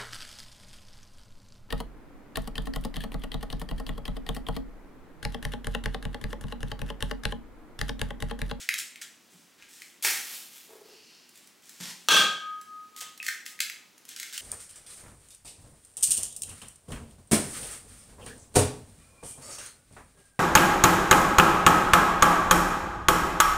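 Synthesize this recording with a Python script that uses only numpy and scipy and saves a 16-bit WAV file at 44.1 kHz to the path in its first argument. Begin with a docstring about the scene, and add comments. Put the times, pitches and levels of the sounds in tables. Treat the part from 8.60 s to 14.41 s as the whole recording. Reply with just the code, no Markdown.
"""Shell snaps, plastic crinkles and a hard knock sets a steel bowl ringing in a bright, echoing kitchen.
Gloved hands snap one egg apart, drop the shell in a bin bag and fetch the next egg from a dish.
After a soft bump that egg is knocked on the rim and pulled open, over steady ventilation.
Cracks, knocks and thuds are shaped noise bursts; shell, bowl and rim are decaying sine modes;
rubbing, rolling, sliding and plastic are crackle under moving gains, and dense echoes surround them."""
import sys
import numpy as np
from scipy import signal
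from scipy.fft import rfft, irfft
from scipy.io import wavfile
from scipy.ndimage import uniform_filter1d

SR = 44100
rng = np.random.default_rng(int(sys.argv[2]) if len(sys.argv) > 2 else 0)


def transcribe(u):
    """Save the signal u as a 16-bit wav file named by the first command-line argument.

    u: samples, shape (n,) or (channels, n), limited to [-1, 1]; the rate is SR.
    q: integer samples, one column per channel.
    """
    v = np.clip(np.atleast_2d(u).T, -1, 1)
    q = np.round(v * 32767).astype(np.int16)
    wavfile.write(sys.argv[1], SR, q)


N = 256220
TIME = np.arange(N) / SR  # seconds
KNOCK_S = 3.4862  # the moment the egg meets the rim
SHELL_T60_S = 0.0077  # the hand damps the hollow shell

# Levels in the tables are relative: layer gains, filters and echoes act on them later.
# A t60 is the time to fade by 60 dB. A "colour" is the spectrum of a noise filter.

# Steady ventilation. 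Each row: frequency in Hz, relative level in dB.
AIR_COLOUR = [(15, -62), (25, -24), (55, -19.5), (229, 2.5), (373, -0.5), (531, -6), (1070, -6.5),
              (1740, -6.5), (3250, -7.5), (3720, -8.5), (6210, -9.5), (12200, -16.5), (14400, -18),
              (16000, -15.5)]
# Left-right likeness of the ventilation. Each row: frequency in Hz, likeness from 0 to 1.
AIR_LIKENESS = [(40, 0.59), (400, 0.5), (1400, 0.75), (3000, 0.93), (10000, 0.98)]
# Decay of the kitchen's echoes. Each row: frequency in Hz, t60 in seconds.
KITCHEN_DECAY = [(150, 0.57), (500, 0.46), (1500, 0.49), (3500, 0.49), (8000, 0.44), (15000, 0.31)]
# Left-right likeness of the echoes. Each row: frequency in Hz, likeness from 0 to 1.
ECHO_LIKENESS = [(40, .4), (130, .8), (300, .95), (700, .92), (1500, .87), (5000, .88), (14000, .92)]

# Dull bumps on the worktop and bowl.
# Each row: start in seconds, level in dB, pitch in Hz, t60 in seconds.
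BUMP_HITS = [(.728, -57.5, 183, 0.42), (3.203, -37, 182, 0.11), (3.52, -35.5, 187.6, 0.29)]
# Padded thud of a bump. Each row: frequency in Hz, relative level in dB.
THUD_COLOUR = [(40, -13), (110, -9), (170, 5), (280, 2), (450, -16), (1000, -17), (2500, -44), (8000, -64)]
# Hollow of the dish under the rolling egg. Each row: frequency in Hz, relative level in dB.
DISH_COLOUR = [(80, -41), (200, -21), (340, -12), (420, 1), (520, -10), (650, -14), (850, -13.5),
               (1400, -21.5), (3000, -27)]
# Glove sliding inside the dish. Each row: frequency in Hz, relative level in dB.
GLOVE_SLIDE_COLOUR = [(1000, -27), (2200, -10.5), (2750, 1), (3500, -9.5), (4600, 0.5), (5600, -4),
                      (7500, -12.5), (15000, -26)]
# Dish nudged along the worktop. Each row: frequency in Hz, relative level in dB.
DISH_NUDGE_COLOUR = [(290, -39), (500, -12), (649, -15), (919, -5), (1260, -11), (1640, -6), (2260, -6.5),
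                     (5470, -2.5), (13300, -13.5), (16000, -26)]

# The bin bag is touched, gives way, then settles twice.
# Each row: start in seconds, rise in seconds, level in dB.
BAG_SURGES = [(1.4245, .002, -32), (1.434, .018, -28), (1.63, 0.11, -41), (1.91, 0.063, -50.5)]
# Crinkling plastic. Each row: frequency in Hz, relative level in dB.
CRINKLE_COLOUR = [(240, -47), (400, -18), (504, -13), (1060, -10), (1650, -6), (1840, -8.5), (2430, -1.5),
                  (14400, -1.5), (16000, -8)]
# Shell landing in the bag. Each row: frequency in Hz, relative level in dB.
SHELL_LANDING_COLOUR = [(35, -68), (60, -41), (281, -13), (636, -17.5), (862, -10.5), (1060, -19),
                        (1280, -5), (1580, -2.5), (2300, 2), (3190, -12), (5860, -4.5), (14600, -20),
                        (16000, -16)]

# Crumbling shell and rubbing gloves.
# Each row: start in seconds, length in seconds, level in dB, tilt in dB per octave.
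RUB_STROKES = [(0, 0.07, -42, -1.5), (.178, 0.047, -31.5, 2), (0.413, 0.041, -40, -1),
               (.7, .25, -61.5, 1.5), (0.982, 0.17, -58, -6), (1.086, 0.34, -53, 1.5),
               (2.738, .22, -59.5, 1.5), (3.018, 0.76, -55, 1), (4.37, 0.048, -43, 1.5),
               (4.406, 0.04, -37.5, 1), (4.637, 0.14, -43, 1), (4.854, 0.099, -46, 3),
               (5.001, 0.051, -36.5, -1), (5.483, 0.087, -46.5, -0.5), (5.568, 0.21, -45.5, -1),
               (5.726, .1, -40, -0.5)]
# Rubbing before the tilt. Each row: frequency in Hz, relative level in dB.
STROKE_COLOUR = [(200, -32), (1150, -21), (1500, -3), (1900, -2.5), (2400, -4), (3200, -2), (5500, -1),
                 (8000, 0.5), (11000, -7), (16000, -11.5)]
# Range of the chips' pitches: lowest in Hz, highest in Hz.
CRUMB_PITCHES = (1720, 3700)
# Thin ticks of sticky gloves. Each row: start in seconds, level in dB.
GLOVE_TICKS = [(3.0942, -33.5), (4.0134, -35.5), (4.3634, -30), (4.5768, -34), (5.3794, -40),
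               (5.4523, -36.5), (5.49, -28.5), (5.7265, -31)]
# Thin glove tick. Each row: frequency in Hz, relative level in dB.
TICK_COLOUR = [(500, -21), (1800, 0.5), (4000, 2), (9000, 3.5), (16000, -3)]
# Snaps of shell. Each row: start in seconds, level in dB, pitch of the hollow shell in Hz,
# brightness of the fracture in dB.
SHELL_SNAPS = [(0.0895, -9, 2036, -16.5), (0.1398, -21.5, 3280, -7), (.3581, -33.5, 2220, -14),
               (0.4187, -32, 1900, -11.5), (1.0238, -37, 2440, -19), (1.2195, -32.5, 2000, -11),
               (4.628, -27, 1930, -11.5), (4.6652, -25, 1700, -6), (4.6827, -17.5, 1770, -13.5),
               (4.6866, -13, 1840, -19.5), (4.863, -29, 1890, -8), (4.9906, -28.5, 2000, -19),
               (5.004, -21.5, 2060, -1), (5.0983, -25, 2170, -12.5), (5.563, -33.5, 3220, -5),
               (5.599, -32.5, 1900, -0.5), (5.63, -29.5, 1850, -8), (5.778, -27.5, 3100, -2.5)]
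# Bright crack of a fracture. Each row: frequency in Hz, relative level in dB.
CRACK_COLOUR = [(300, -20), (1500, -1), (2900, 0.5), (3800, 2.5), (7000, 1), (11000, -4), (16000, -7)]

# Lowest rim mode, a close pair that beats: centre frequency in Hz, level in dB, t60 in seconds.
RIM_MODE = (1251, -20.5, 2.26)
# Quicker modes of the bowl. Each row: frequency in Hz, level in dB, t60 in seconds before damping.
BOWL_MODES = [(1198, -12, .48), (1252, -15, .45), (1502, -29, 1.1), (1557, -12, .62), (1603, -15, .66),
              (1669, -30, 1.3), (2050, -31, 1.0), (2245, -29, 1.0), (2471, -19, .55), (2646, -16, .45),
              (2726, -16, .45), (2896, -20, .45), (3132, -25, .92), (3206, -21, .55), (3245, -17, .48),
              (3280, -15, .48), (3303, -13, .52), (3324, -15, .48), (3357, -14, .48), (3395, -12, .46),
              (3631, -18, .45), (3928, -17, .42), (4306, -20, .45), (4335, -18, .45), (4757, -24, .45),
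              (4812, -24, .45), (6488, -26, .4), (6685, -24, .4), (9383, -27, .35)]
# The egg meets the rim, caves in and jolts the bowl; later it brushes the rim.
# Each row: start in seconds, level in dB, t60 in seconds.
RIM_KNOCKS = [(KNOCK_S, -3.5, 0.036), (3.506, -16.5, 0.087), (3.519, -16, .06), (3.545, -12, 0.05),
              (3.568, -16.5, 0.029), (3.6, -25, 0.03), (4.418, -41, .07)]
# Blow on the bowl. Each row: frequency in Hz, relative level in dB.
BLOW_COLOUR = [(40, -35), (120, -23), (185, -12.5), (300, -11), (500, -7.5), (720, -7), (960, -10.5),
               (1230, 0.5), (1400, -7), (1580, -1.5), (1950, -10.5), (2700, -1.5), (3000, -4.5), (3320, 3),
               (3800, -4.5), (5500, -10), (6700, -8.5), (10000, -17.5), (16000, -22.5)]


def amp(db):
    """Turns decibels into gain."""
    return 10 ** (np.asarray(db) / 20)


def evened(x):
    """Scales a sound to an rms of 1."""
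    return x / np.sqrt(np.mean(x ** 2) + 1e-20)


def read(points, hz):
    """Reads a table along a log-frequency axis."""
    f, value = np.transpose(points)
    return np.interp(np.log(hz + 1), np.log(f + 1), value)


def add(mix, start_s, sound):
    """Mixes a sound in place from its start time, cutting what runs past the end."""
    part = mix[max(round(start_s * SR), 0):][:len(sound)]
    part += sound[:len(part)]


def envelope(start_s, rise_s, hold_s, t60):
    """Gain over time: the power builds evenly, holds, then dies away."""
    t = TIME - start_s
    rise = np.sqrt(np.clip(t / rise_s, 0, 1))
    return rise * amp(-60 * np.maximum(t - rise_s - hold_s, 0) / t60)


def highpass(x, hz, order):
    """Removes the bass."""
    return signal.sosfilt(signal.butter(order, hz, "high", fs=SR, output="sos"), x)


def colour(x, points):
    """Gives noise a spectrum through a causal, minimum-phase filter of unit energy."""
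    log_gain = np.log(amp(read(points, abs(np.fft.fftfreq(8192, 1 / SR)))))
    response = np.exp(np.conj(signal.hilbert(log_gain)))
    taps = np.fft.ifft(response).real[:4096]
    return signal.fftconvolve(x, taps / np.linalg.norm(taps))[:len(x)]


def crackle(count, per_s, spread_db, hiss):
    """Tiny clicks of very unequal size at random times, over a fine hiss."""
    struck = rng.random(count) < per_s / SR
    sign = rng.choice([-1, 1], count)
    size = amp(spread_db * np.minimum(rng.exponential(1, count), 4))
    return evened(evened(struck * sign * size) + hiss * rng.standard_normal(count))


def burst(t60):
    """A flurry of random impulses that dies away, like many micro-fractures."""
    t = TIME[:SR]
    return rng.choice([-1., 1.], len(t)) * amp(-60 * t / t60)


def ring(hz, db, t60, size=SR):
    """One struck mode: a sine that decays exponentially."""
    t = TIME[:size]
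    return amp(db - 60 * t / t60) * np.sin(2 * np.pi * hz * t)


def pair(two, likeness):
    """Blends two unrelated signals into a diffuse stereo field, as at two close microphones."""
    same = np.clip(read(likeness, np.fft.rfftfreq(two.shape[1], 1 / SR)), 0, 1)
    mid, side = rfft(two) * np.sqrt([(1 + same) / 2, (1 - same) / 2])
    return irfft(np.array([mid + side, mid - side]), two.shape[1])


def air():
    """Steady ventilation rumble and faint hiss: coloured noise, more alike left and right in the treble."""
    two = np.array([colour(z, AIR_COLOUR) for z in rng.standard_normal((2, N))])
    return amp(-60.5) * pair(two, AIR_LIKENESS)


def kitchen(x, wet_db, build_s=0.0018):
    """Direct sound plus dense reflections from hard walls, each band dying at its own speed."""
    hz, t, z = signal.stft(rng.standard_normal((2, SR)), SR, nperseg=256)
    decay = amp(-60 * t / read(KITCHEN_DECAY, hz)[:, None])
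    tail = signal.istft(z * decay, SR, nperseg=256)[1][:, :SR]
    tail = pair(tail, ECHO_LIKENESS) * (1 - np.exp(-TIME[:SR] / build_s))
    tail /= np.linalg.norm(tail[0])
    return x + amp(wet_db) * signal.fftconvolve(x[None], tail, axes=1)[:, :N]


def bumps(thud_db=-3):
    """A low decaying note of the worktop under a padded thud of noise."""
    out = np.zeros(N)
    for start_s, db, hz, t60 in BUMP_HITS:
        add(out, start_s, ring(hz, db, t60))
        add(out, start_s, amp(db + thud_db) * colour(burst(t60), THUD_COLOUR))
    return out


def roll(start_s=2.08, wobble_hz=4.9, wobble_db=2.5):
    """Small bumps of a rolling egg sound the hollow of its dish, louder once in every wobble."""
    swing_db = wobble_db * np.sin(2 * np.pi * wobble_hz * (TIME - start_s))
    motion = amp(-57.5 + swing_db) * envelope(start_s, rise_s=0.011, hold_s=0.2, t60=0.54)
    return motion * colour(crackle(N, per_s=220, spread_db=2, hiss=0.46), DISH_COLOUR)


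def dish():
    """Fine stick-slip friction: a glove slides round inside the dish, then the dish is nudged along."""
    sliding = amp(-59) * envelope(2.225, rise_s=0.086, hold_s=0.25, t60=1)
    nudging = amp(-42) * envelope(3.201, rise_s=0.0025, hold_s=0.11, t60=0.12)
    slide = sliding * colour(crackle(N, per_s=3000, spread_db=3, hiss=0.79), GLOVE_SLIDE_COLOUR)
    nudge = nudging * colour(crackle(N, per_s=1100, spread_db=3, hiss=0.86), DISH_NUDGE_COLOUR)
    return slide + nudge


def bin_bag(lands_s=1.448, tap_db=-16, tumble_db=-27, crinkle_t60=0.66):
    """The empty shell taps and tumbles into thin plastic, whose surges of crinkling die away."""
    power = sum((amp(db) * envelope(start_s, rise_s, 0, crinkle_t60)) ** 2
                for start_s, rise_s, db in BAG_SURGES)
    out = np.sqrt(power) * colour(crackle(N, per_s=2000, spread_db=3, hiss=0.58), CRINKLE_COLOUR)
    tap = amp(tap_db) * burst(t60=0.02)
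    tumble = amp(tumble_db) * burst(t60=0.53)
    add(out, lands_s, colour(tap + tumble, SHELL_LANDING_COLOUR))
    return out


def rubs(gain_db=-1, early=0.38):
    """Strokes of fine crackle that swell quickly and fade; a smaller 'early' peaks sooner."""
    out = np.zeros(N)
    grains = crackle(N, per_s=2000, spread_db=2.6, hiss=0.47)
    for start_s, length_s, db, tilt in RUB_STROKES:
        part = grains[max(round(start_s * SR), 0):][:round(length_s * SR)]
        progress = np.arange(len(part)) / len(part)
        stroke = np.sin(np.pi * progress ** early)
        tilted = [(hz, level + tilt * np.log2(hz)) for hz, level in STROKE_COLOUR]
        add(out, start_s, amp(db + gain_db) * colour(part * stroke, tilted))
    return out


def ticks(gain_db=-7, t60=0.023, faint_count=4):
    """Short, thin noise clicks: a few clear ones, and a loose faint run as fingers close on the next egg."""
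    out = np.zeros(N)
    first_s, span_s, faint_db = 2.64, 0.26, -39.5
    faint = [(first_s + span_s * (k + rng.random()) / faint_count, faint_db) for k in range(faint_count)]
    for start_s, db in GLOVE_TICKS + faint:
        add(out, start_s, amp(db + gain_db) * colour(burst(t60), TICK_COLOUR))
    return out


def crumbs(per_s=70, gain_db=1, spread_db=1):
    """While the fingers work the shell, small chips break off at random and ring briefly."""
    out = np.zeros(N)
    draws = rng.random((len(RUB_STROKES), 64, 3))  # up to 64 chips a stroke
    for (start_s, length_s, db, _), chips in zip(RUB_STROKES, draws):
        for when, pitch, size in chips[:round(per_s * length_s)]:
            hz = np.interp(pitch, [0, 1], CRUMB_PITCHES)
            chip_db = db + gain_db + spread_db * (2 * size - 1)
            add(out, start_s + when * length_s, ring(hz, chip_db, SHELL_T60_S, size=2048))
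    return out


def pop():
    """A bubble of egg white pops as the thumbs part the shell; its air rings for a few dozen cycles."""
    out = np.zeros(N)
    add(out, 4.6012, ring(hz=2580, db=-27, t60=0.031))
    return out


def snaps(crack_t60=0.018, crack_db=6, bounce_s=0.0023, bounce=0.33):
    """Each fracture is a bright crack and three brief modes of a shell too small to radiate bass."""
    out, t60 = np.zeros(N), SHELL_T60_S
    for start_s, db, hz, bright_db in SHELL_SNAPS:
        crack = amp(db + bright_db + crack_db) * colour(burst(crack_t60), CRACK_COLOUR)
        hollow = ring(hz, 1, t60) - ring(hz * 1.236, -7, t60) - ring(hz * 0.788, -10, t60)
        add(out, start_s, amp(db) * hollow + crack)
        add(out, start_s + bounce_s, bounce * crack)  # thrown back by the bowl
    return highpass(out, 1350, order=8)


def rim(beat_hz=3.854, swell_s=3.92, right_lag_s=0.0095, right_uneven=0.21):
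    """The free rim sings on, swelling and fading as its paired modes beat; on the right one is stronger."""
    hz, db, t60 = RIM_MODE
    t = np.maximum(TIME - KNOCK_S, 0)
    lag_s = np.array([[0], [right_lag_s]])
    uneven = np.array([[0], [right_uneven]])
    beat = np.pi * beat_hz * (TIME - swell_s - lag_s)
    phase = 2 * np.pi * hz * t
    modes = (1 + uneven) * np.sin(phase + beat) + (1 - uneven) * np.sin(phase - beat)
    return (t > 0) * amp(db - 60 * t / t60) * modes / 2


def bowl(gain_db=-10, damping=1.063):
    """The steel wall clangs, neighbouring modes moving in opposite senses; the filling damps them quickly."""
    out = np.zeros(N)
    modes = [(-1) ** k * ring(hz, db + gain_db, t60 / damping) for k, (hz, db, t60) in enumerate(BOWL_MODES)]
    add(out, KNOCK_S, sum(modes))
    return out


def knock(gain_db=1):
    """A hard blow on the rim and a quick run of crunching jolts, then a late brush: coloured noise bursts."""
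    out = np.zeros(N)
    for start_s, db, t60 in RIM_KNOCKS:
        add(out, start_s, amp(db + gain_db) * burst(t60))
    return colour(out, BLOW_COLOUR)


def scene():
    """All but the rim and the air get kitchen echoes; the bowl sounds a little to the left."""
    shell_dry = snaps() + highpass(crumbs() + pop(), 1400, order=4) + ticks()
    shell = kitchen(shell_dry, wet_db=-2.2)
    hands_dry = rubs() + bin_bag() + roll() + dish() + highpass(bumps(), 130, order=3)
    hands = kitchen(hands_dry, wet_db=-2.5)
    clang = kitchen(knock(), wet_db=-0.5, build_s=0.014) + kitchen(bowl(), wet_db=-3.5, build_s=0.016)
    panned_clang = clang * amp([[0.3], [-0.3]])  # left, right in dB
    panned_rim = rim() * amp([[0], [-2.6]])
    return shell + hands + panned_clang + panned_rim + air()


def record(dry, limit_db=-7.5, recover_db_per_s=200, edge_hz=16000):
    """A fast limiter holds down the loudest peaks on both sides alike; then the top treble is cut."""
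    peak_db = 20 * np.log10(abs(dry).max(0) + 1e-9)
    fall = TIME * recover_db_per_s
    held_peak_db = np.maximum.accumulate(peak_db + fall) - fall  # instant rise, steady fall
    over_db = np.maximum(held_peak_db - limit_db, 0)
    limited = dry / amp(uniform_filter1d(over_db, size=8))
    lowpass = signal.firwin(301, edge_hz, window=("kaiser", 8), fs=SR)
    return signal.oaconvolve(limited, lowpass[None], "same")


dry = scene()
out = record(dry)
transcribe(out)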